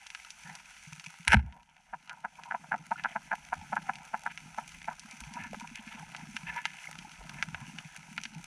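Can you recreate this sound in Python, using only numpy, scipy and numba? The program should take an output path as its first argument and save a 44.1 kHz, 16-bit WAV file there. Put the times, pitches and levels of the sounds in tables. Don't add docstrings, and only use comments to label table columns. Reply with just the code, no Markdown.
import sys
import numpy as np
from scipy import signal
from scipy.fft import rfft, irfft
from scipy.io import wavfile
from scipy.ndimage import uniform_filter1d, minimum_filter1d
from numba import njit

SR = 44100
rng = np.random.default_rng(int(sys.argv[2]) if len(sys.argv) > 2 else 0)


def put_to_file(sound):
    columns = np.atleast_2d(sound).T
    safe = np.clip(columns, -1, 1)
    whole_steps = np.round(safe * 32767)
    wavfile.write(sys.argv[1], SR, whole_steps.astype(np.int16))


N = 373086
T = np.arange(N) / SR
EXIT_S = 1.338

# frequency in Hz, width in Hz, lift in dB.
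HOUSING = [(404, 140, -3.5), (766, 112, 4.5), (937, 80, 6), (1146, 92, -14.5), (1390, 1270, 3),
           (1866, 67, -11.5), (2776, 590, 2.5), (4666, 225, 5), (4920, 280, -2.5), (5983, 850, 9.5),
           (10100, 180, 1.5), (11210, 435, -11.5)]


def undb(db):
    return 10 ** (np.asarray(db) / 20)


def unit(x):
    return x / np.sqrt(np.mean(x ** 2))


def fader(rows):
    return undb(np.interp(T, *np.transpose(rows)))


def add(out, s, x):
    i = max(int(s * SR), 0)
    out[i:i + len(x)] += x[:max(N - i, 0)]


def decay(t, t60):
    return np.exp(-np.log(1000) * t / t60)


def response(colour, modes=(), tilt_db=0, size=4096):
    f = np.maximum(np.fft.rfftfreq(size, 1 / SR), 1)
    hz, db = np.transpose(colour)
    db = np.interp(np.log(f), np.log(hz), db)
    db = db + tilt_db * np.log2(np.clip(f, 600, 8000) / 1000)
    for centre, width, lift in modes:
        db = db + lift * np.exp(-((f - centre) / width) ** 2)
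    cepstrum = irfft(db * np.log(10) / 20)
    cepstrum[1:size // 2] *= 2
    cepstrum[size // 2 + 1:] = 0
    return irfft(np.exp(rfft(cepstrum)))


def through(x, ring):
    return signal.fftconvolve(x, ring)[:len(x)]


def scatter(t60, size=8192):
    t = T[:size]
    build_up = 1 - np.exp(-t / 0.0011)
    x = rng.standard_normal(size) * decay(t, max(t60, 1 / SR)) * build_up
    return x / np.linalg.norm(x)


def strike(ring, db, t60, tail_db):
    push = undb(tail_db) * scatter(t60)
    push[0] += 1
    return through(push, ring) * undb(db) / np.abs(ring).max()


def throb(hz, db, t60, rise, sag=0, size=16384):
    t = T[:size]
    pitch = hz * (1 + sag * np.exp(-t / 0.0082))
    phase = 2 * np.pi * np.cumsum(pitch) / SR
    swing = (1 - np.exp(-(t / rise) ** 2)) * decay(t, t60)
    return undb(db) * swing / swing.max() * np.sin(phase)


def walk(rate, size=N):
    k = int(SR / rate)
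    steps = np.repeat(rng.standard_normal(size // k + 1), k)
    return 1.3 * uniform_filter1d(uniform_filter1d(steps, k), k)[:size]


def grains(rate, spread_db, most_db):
    chance, size = rng.random(N), rng.exponential(size=N)
    force = undb(np.minimum(spread_db * size, most_db))
    return unit((chance < rate / SR) * force * rng.choice([-1, 1], N))


def speargun():
    # start in seconds, level in dB, treble tilt in dB per octave,
    # decay time of the scattered tail in seconds.
    blows = [(1.2744, -22, 1.5, .03), (1.2789, -0.5, 5, 0.016), (1.2807, 0.5, 7.5, 0.018),
             (1.3221, -8, 1, .03), (1.3314, 6.5, -4, 0.024), (1.3352, -8.5, -2, .015),
             (1.3421, 7.5, -5.5, 0.0096), (1.3439, 14.5, -1, 0.015), (1.3466, -1, -3, 0.013),
             (1.3685, -3.5, -1, 0.027), (1.3929, -11.5, -1.5, 0.029)]
    # frequency in Hz, width in Hz, lift in dB.
    gun_modes = [(880, 81, 7), (1184, 73, -16), (1450, 160, 5), (2120, 80, 3.5), (3540, 90, 2),
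                 (4100, 350, 9), (5530, 250, 1), (7040, 110, 9), (7960, 110, 8.5), (9600, 71, 0.5)]
    # frequency in Hz, level in dB.
    shaft_modes = [(1343, -3), (1392, -15), (1469, -8), (1563, 9), (1653, 1), (2029, -7), (2107, -8),
                   (2383, -17), (2639, -2)]
    # frequency in Hz, level in dB,
    # decay time in seconds.
    recoil = [(210.6, -0.5, 0.13), (121.6, -1.5, 0.15), (69, 4.5, 0.14)]
    # time in seconds, level in dB added to each mode,
    # tilt in dB per octave about 100 Hz.
    kicks = [(1.255, -31.5, -20.5), (1.332, 1.5, 0.5), (1.424, -21.5, -5)]
    # frequency in Hz, level in dB.
    gun_colour = [(100, -50), (450, -17), (800, -2), (1500, 7.5), (2600, 1.5), (4000, -16.5), (7000, -29),
                  (10500, -18), (13000, -60)]
    scrape_colour = [(100, -9), (700, -14), (1100, -13), (1600, 6.5), (2700, -0.5), (4200, -28),
                     (5400, -16.5), (6500, -28), (10500, -19.5), (13000, -41)]
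    release_s = 1.264
    scrape_db, scrape_power = -7.5, 2.6
    lag_cycles, rise_cycles = 2.04, 0.53

    modes = HOUSING + gun_modes
    rattle = undb(4 * walk(rate=330))
    chatter = grains(rate=2200, spread_db=3, most_db=13) * rattle
    speed = np.clip((T - release_s) / (EXIT_S - release_s), 0, 1) * (T <= EXIT_S)
    scrape_gain = undb(scrape_db) * speed ** scrape_power
    empty_gun_gain = after_shot(-18, 0.22)
    out = unit(through(chatter, response(scrape_colour, modes))) * (scrape_gain + empty_gun_gain)

    steel = ringing(shaft_modes, t60=0.16)
    for s, db, tilt_db, t60 in blows:
        blow = strike(response(gun_colour, modes, tilt_db), db, t60, tail_db=-3.5)
        add(out, s, blow + steel * undb(db - 46))
    for s, kick_db, tilt_db in kicks:
        for hz, db, t60 in recoil:
            peak_db = kick_db + db + tilt_db * np.log2(hz / 100)
            add(out, s + lag_cycles / hz, throb(hz, peak_db, t60, rise_cycles / hz))
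    return out


def after_shot(db, t60):
    age = np.maximum(T - EXIT_S, 0)
    return undb(db) * (age > 0) * decay(age, t60)


def ringing(modes, t60, size=8192):
    t = T[:size]
    return sum(undb(db) * np.sin(2 * np.pi * hz * t) for hz, db in modes) * decay(t, t60)


def fish():
    # time of the main pulse in seconds, level in dB,
    # hardness as lift of the upper resonance in dB, rebound level in dB relative to the main pulse.
    knocks = [(1.936, -15, 1.5, -2), (2.249, -12.5, 2, -5), (2.5112, -14, 7.5, -1),
              (2.5474, -14.5, 0.5, -8.5), (2.6435, -31.5, 1.5, -15), (2.72, -11, 6, -4),
              (2.7424, -14.5, -0.5, -5), (2.917, -14, -0.5, -4), (3.0478, -12, 6, 0),
              (3.1614, -14, 0.5, -7), (3.3163, -14, 7.5, -4.5), (3.331, -17, -0.5, -2.5),
              (3.5298, -14.5, 2, -6), (3.73, -17, -1, -5.5), (3.7681, -14, 6.5, -6),
              (3.8950, -13.5, 4, -17), (4.1429, -17, 0.5, -6), (4.2636, -16, 7, -6.5),
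              (4.5855, -21, -1, -6), (4.884, -21, 0.5, -4)]
    # first beat in seconds, number of beats, gap between beats in seconds,
    # middle level in dB.
    bouts = [(5.047, 3, 0.083, -47.5), (5.308, 3, 0.045, -44.5), (5.456, 4, 0.055, -42),
             (5.711, 4, 0.078, -43.5), (6.226, 3, 0.058, -43), (7.619, 3, 0.058, -44),
             (8.112, 4, 0.07, -47)]
    bladder_hz = 215.5

    out = np.zeros(N)
    for s, db, hard_db, rebound_db in knocks:
        lead = 0.00458 * np.exp(-0.038 * hard_db)
        rebound = 0.0057 * np.exp(0.075 * hard_db)
        lead_db = db - 7.5 - 0.6 * hard_db
        add(out, s - 2 * lead, croak(lead_db - 11.0, hard_db - 1.5))
        add(out, s - lead, croak(lead_db, hard_db - 4))
        add(out, s, croak(db, hard_db))
        add(out, s + rebound, croak(db + rebound_db, hard_db - 0.5))
    for start, beats, gap, db in bouts:
        for k, (force, tension) in enumerate(rng.standard_normal((round(beats), 2))):
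            hz = bladder_hz * np.exp(0.03 * tension)
            add(out, start + k * gap, throb(hz, db + force, t60=0.065, rise=0.0065, sag=0.12))
    return out


def croak(db, hard_db):
    # frequency in Hz, level in dB.
    croak_colour = [(60, -39), (150, -21), (220, -4), (330, -26), (500, -19), (720, 0), (950, -0.5),
                    (1550, -2.5), (2400, -17.5), (3300, -39), (6000, -62), (12000, -83)]
    upper = (1580, 360, hard_db)
    centres = np.geomspace(700, 2400, 7) * rng.uniform(.94, 1.06, 7)
    accents = [(hz, hz / 12, 2.4 * rng.standard_normal()) for hz in centres]
    ring = response(croak_colour, HOUSING + [upper] + accents, tilt_db=0.69 * hard_db)
    return strike(ring, db, t60=.06, tail_db=-10)


def rubbing(count=22):
    # time in seconds, effort in dB.
    effort = [(0, -9), (.4, -9), (.5, 3.5), (.64, -11), (.95, -19), (1.25, -12.5), (1.9, -1.5), (2.9, 3.5),
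              (4.3, 2.5), (4.9, -3), (5.4, 2.5), (6.6, 4.5), (7.15, -1), (7.7, 1.5), (8.46, -4.5)]
    # middle in seconds, half length in seconds,
    # level in dB before the fade in and out, main frequency in Hz.
    swishes = [(1.56, 0.051, -36, 795), (1.609, 0.031, -39, 934), (2.395, 0.014, -38, 970),
               (2.993, 0.035, -41, 1680), (4.309, 0.017, -39.5, 1850), (4.923, 0.029, -43, 1110),
               (5.37, 0.043, -42, 980), (5.423, 0.1, -44.5, 1660), (5.462, 0.036, -45, 1470),
               (5.614, 0.017, -46, 1000), (5.646, 0.018, -43, 1080), (5.769, 0.04, -44.5, 2070),
               (5.927, 0.09, -50, 1970), (6.489, 0.041, -38, 1790), (6.566, .05, -42.5, 960),
               (6.579, 0.069, -39, 1710), (6.724, 0.17, -47.5, 2000), (7.39, 0.039, -45, 1640)]
    # frequency in Hz, width in Hz, lift in dB.
    line_modes = [(956, 51, 9), (1475, 70, 1.5), (1744, 48, 8.5), (2125, 84, 5.5), (2610, 110, 4)]
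    # frequency in Hz, level in dB.
    rub_colour = [(100, -19), (350, -16.5), (550, -7.5), (800, 3), (1500, 2), (2400, -2.5), (3500, -11),
                  (6000, -27), (12000, -51)]

    bubbles = np.zeros(N)
    t = T[:SR // 20]
    for hz in np.geomspace(480, 3400, count):
        bubble = np.sin(2 * np.pi * hz * t) * np.exp(-hz * t / 3)
        stream = unit(through(grains(rate=100, spread_db=3.0, most_db=7.0), bubble))
        bubbles += stream * np.sqrt(hz) * undb(6.3 * walk(rate=14))
    wake_fizz = after_shot(-41, 2.15)
    rub_gain = undb(-56) * fader(effort) ** 0.93 + wake_fizz
    fits_and_starts = undb(4 * walk(rate=22))
    out = unit(through(bubbles, response(rub_colour, HOUSING)) * fits_and_starts) * rub_gain

    for s, half_length, db, hz in swishes:
        size = int(2 * half_length * SR)
        slips = rng.standard_normal(size) * (rng.random(size) < .04) * undb(4 * walk(260, size))
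        colour = [(hz / 4, -28), (hz, 0), (hz * 1.45, -4), (hz * 3, -35)]
        swish = through(slips, response(colour, HOUSING + line_modes))
        add(out, s - half_length, unit(swish) * np.hanning(size) * undb(db))
    return out


def handling():
    # start in seconds, level in dB, final frequency in Hz.
    bubbles = [(2.957, -33, 1440), (6.025, -41, 849), (6.84, -37, 2130), (6.871, -32, 2190),
               (7.046, -41, 860)]
    # start in seconds, level in dB, main frequency in Hz.
    bumps = [(5.532, -33, 660), (5.545, -28, 1120), (6.889, -38.5, 1060), (7.212, -42, 890)]
    rise_cycles, t60_cycles = 5.2, 31

    out = np.zeros(N)
    for s, db, hz in bubbles:
        add(out, s, throb(hz, db, t60_cycles / hz, rise_cycles / hz, sag=-0.034))
    for s, db, hz in bumps:
        colour = [(hz / 6, -12), (hz / 2, -3), (hz, 0), (hz * 2, -9), (hz * 5, -34)]
        add(out, s, strike(response(colour, HOUSING), db, t60=0.027, tail_db=1.5))
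    return out


def water():
    # time in seconds, flow in dB.
    flow = [(0, -28), (.4, -24), (.5, -7.5), (.64, -23), (1.25, -15), (1.9, -2.5), (2.9, 5), (3.5, -1),
            (4.4, -1.5), (4.9, -6), (5.5, 5), (5.9, -9), (6.12, 3.5), (6.4, -1.5), (6.9, -5), (7.3, 4),
            (7.85, 1.5), (8.46, -7)]
    # start in seconds, level in dB, frequency in Hz.
    shoves = [(0.447, -49.5, 163), (0.502, -46, 167), (0.87, -44.5, 155), (0.92, -43, 151),
              (0.974, -49, 160), (1.067, -45.5, 160), (1.196, -45.5, 169), (2.792, -38, 162),
              (3.573, -44.5, 86.5), (5.204, -46, 56), (5.267, -41.5, 149), (6.43, -39, 163),
              (6.469, -52, 57), (7.179, -47, 46), (7.477, -39, 159), (7.611, -39, 136), (7.849, -41, 157)]
    # start in seconds, level in dB, starting frequency in Hz.
    glugs = [(5.39, -52, 141), (6.006, -58, 170), (7.51, -48, 146)]
    # frequency in Hz, level in dB.
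    hum_colour = [(40, -28), (110, -14.5), (155, 6.5), (215, -3.5), (280, -10.5), (400, -27.5), (1000, -66)]
    surge_colour = [(10, -32), (30, -3), (70, -6), (120, -22), (200, -8.5), (600, -69)]
    rise_cycles, t60_cycles = 1, 14.3
    wake_t60 = 0.42

    hum = unit(through(grains(rate=110, spread_db=3, most_db=8), response(hum_colour)))
    eddies = undb(4 * walk(rate=12))
    hum = unit(hum * eddies)
    surge = through(rng.standard_normal(N), response(surge_colour))
    surge = unit(surge * undb(4 * walk(rate=8)))
    stir = undb(-54.5) * fader(flow)
    out = hum * (stir + after_shot(-15, wake_t60))
    out += surge * (stir * undb(-20.5) + undb(-70.0) + after_shot(-20.5, wake_t60))
    for s, db, hz in shoves:
        add(out, s, throb(hz, db, t60_cycles / hz, rise_cycles / hz))
    for s, db, hz in glugs:
        add(out, s, glug(hz, db))
    return out


def glug(hz, db, size=8192):
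    rise_s, t60_s, octaves_per_s = 0.024, 0.29, 14.4
    t = T[:size]
    swing = (1 - np.exp(-(t / rise_s) ** 2)) * decay(t, t60_s)
    pitch = hz * 2 ** (-octaves_per_s * t)
    return undb(db) * swing / swing.max() * np.sin(2 * np.pi * np.cumsum(pitch) / SR)


def shrimp(count=12):
    # start in seconds, level in dB, treble tilt in dB per octave.
    snaps = [(0.068, -28.5, 8), (0.103, -29, 4.5), (0.149, -25.5, 2), (0.3051, -25, 10.5),
             (0.553, -27.5, 9), (0.9975, -29, 6), (1.525, -22, -2.5), (2.0956, -18.5, 2), (2.436, -25, 2),
             (3.038, -24, 4), (3.956, -29, 5), (4.3758, -25.5, 2.5), (5.111, -31, 14), (4.9955, -27, 16),
             (5.3382, -28.5, 10.5), (5.877, -34, -1), (6.1484, -25.5, -6.5), (6.165, -29, 9.5),
             (6.3664, -20, 2), (6.6544, -13.5, -1.5), (6.9886, -29, 4), (7.117, -36, 6),
             (7.2942, -30.5, 5.5), (7.426, -15, 0), (7.546, -21.5, -7), (7.786, -25.5, -1.5),
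             (8.1792, -19, -2), (8.236, -22.5, 6.5), (8.254, -24, 2)]
    # frequency in Hz, level in dB.
    snap_colour = [(100, -73), (500, -16), (900, -2), (1600, 12), (2700, 10), (4000, 0.5), (7000, -13.5),
                   (10500, -16), (13000, -50)]
    shrimp_colour = [(100, -16.5), (500, -19), (900, -5.5), (1500, 3.5), (2400, 4.5), (3600, -3.5),
                     (5000, -7.5), (7500, -5), (10500, -5.5), (12500, -16), (13500, -37)]

    crackle = np.zeros(N)
    for tilt_db in np.linspace(-5, 2.5, count):
        centres = np.geomspace(1500, 7000, 5) * rng.uniform(.8, 1.2, 5)
        accents = [(hz, hz / 4, 5 * rng.choice([-1, 1])) for hz in centres]
        path = strike(response(shrimp_colour, HOUSING + accents, tilt_db), 0, t60=0.011, tail_db=0.5)
        colony = through(grains(rate=45, spread_db=4.5, most_db=24.5), path)
        crackle += unit(colony * undb(3 * walk(rate=9.7)))
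    flicker = undb(2.0 * walk(rate=21))
    hiss = through(rng.standard_normal(N) * flicker, response(shrimp_colour, HOUSING))
    out = undb(-55.5) * unit(crackle) + undb(-58.5) * unit(hiss)
    for s, db, tilt_db in snaps:
        accents = [(hz, hz / 6, 2 * rng.standard_normal()) for hz in np.geomspace(1500, 9000, 6)]
        ring = response(snap_colour, HOUSING + accents, tilt_db)
        add(out, s, strike(ring, db, t60=0.029, tail_db=-3.0))
    return out


def scene():
    mid = speargun() + fish() + rubbing() + handling() + water() + shrimp()
    treble = signal.sosfilt(signal.butter(10, 4000, "high", fs=SR, output="sos"), mid)
    side = undb(-15) * treble * walk(rate=900)
    return np.array([mid + side, mid - side])


@njit
def hold(over, release):
    out, held = np.empty(len(over)), 0.
    for i in range(len(over)):
        held = max(over[i], held * (1 - 1 / (release * SR)))
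        out[i] = held
    return out


def gain_control(x, ceiling_db, release, size=32):
    level_db = 20 * np.log10(np.abs(x.mean(axis=0)) + 1e-9)
    over_db = np.maximum(level_db - ceiling_db, 0)
    gain = undb(-hold(over_db, float(release)))
    return x * uniform_filter1d(minimum_filter1d(gain, size), size)


def record(dry):
    ducked = gain_control(dry, ceiling_db=-7.5, release=0.94)
    return signal.sosfilt(signal.ellip(8, .2, 70, 13200, fs=SR, output="sos"), ducked)


dry = scene()
out = record(dry)
put_to_file(out)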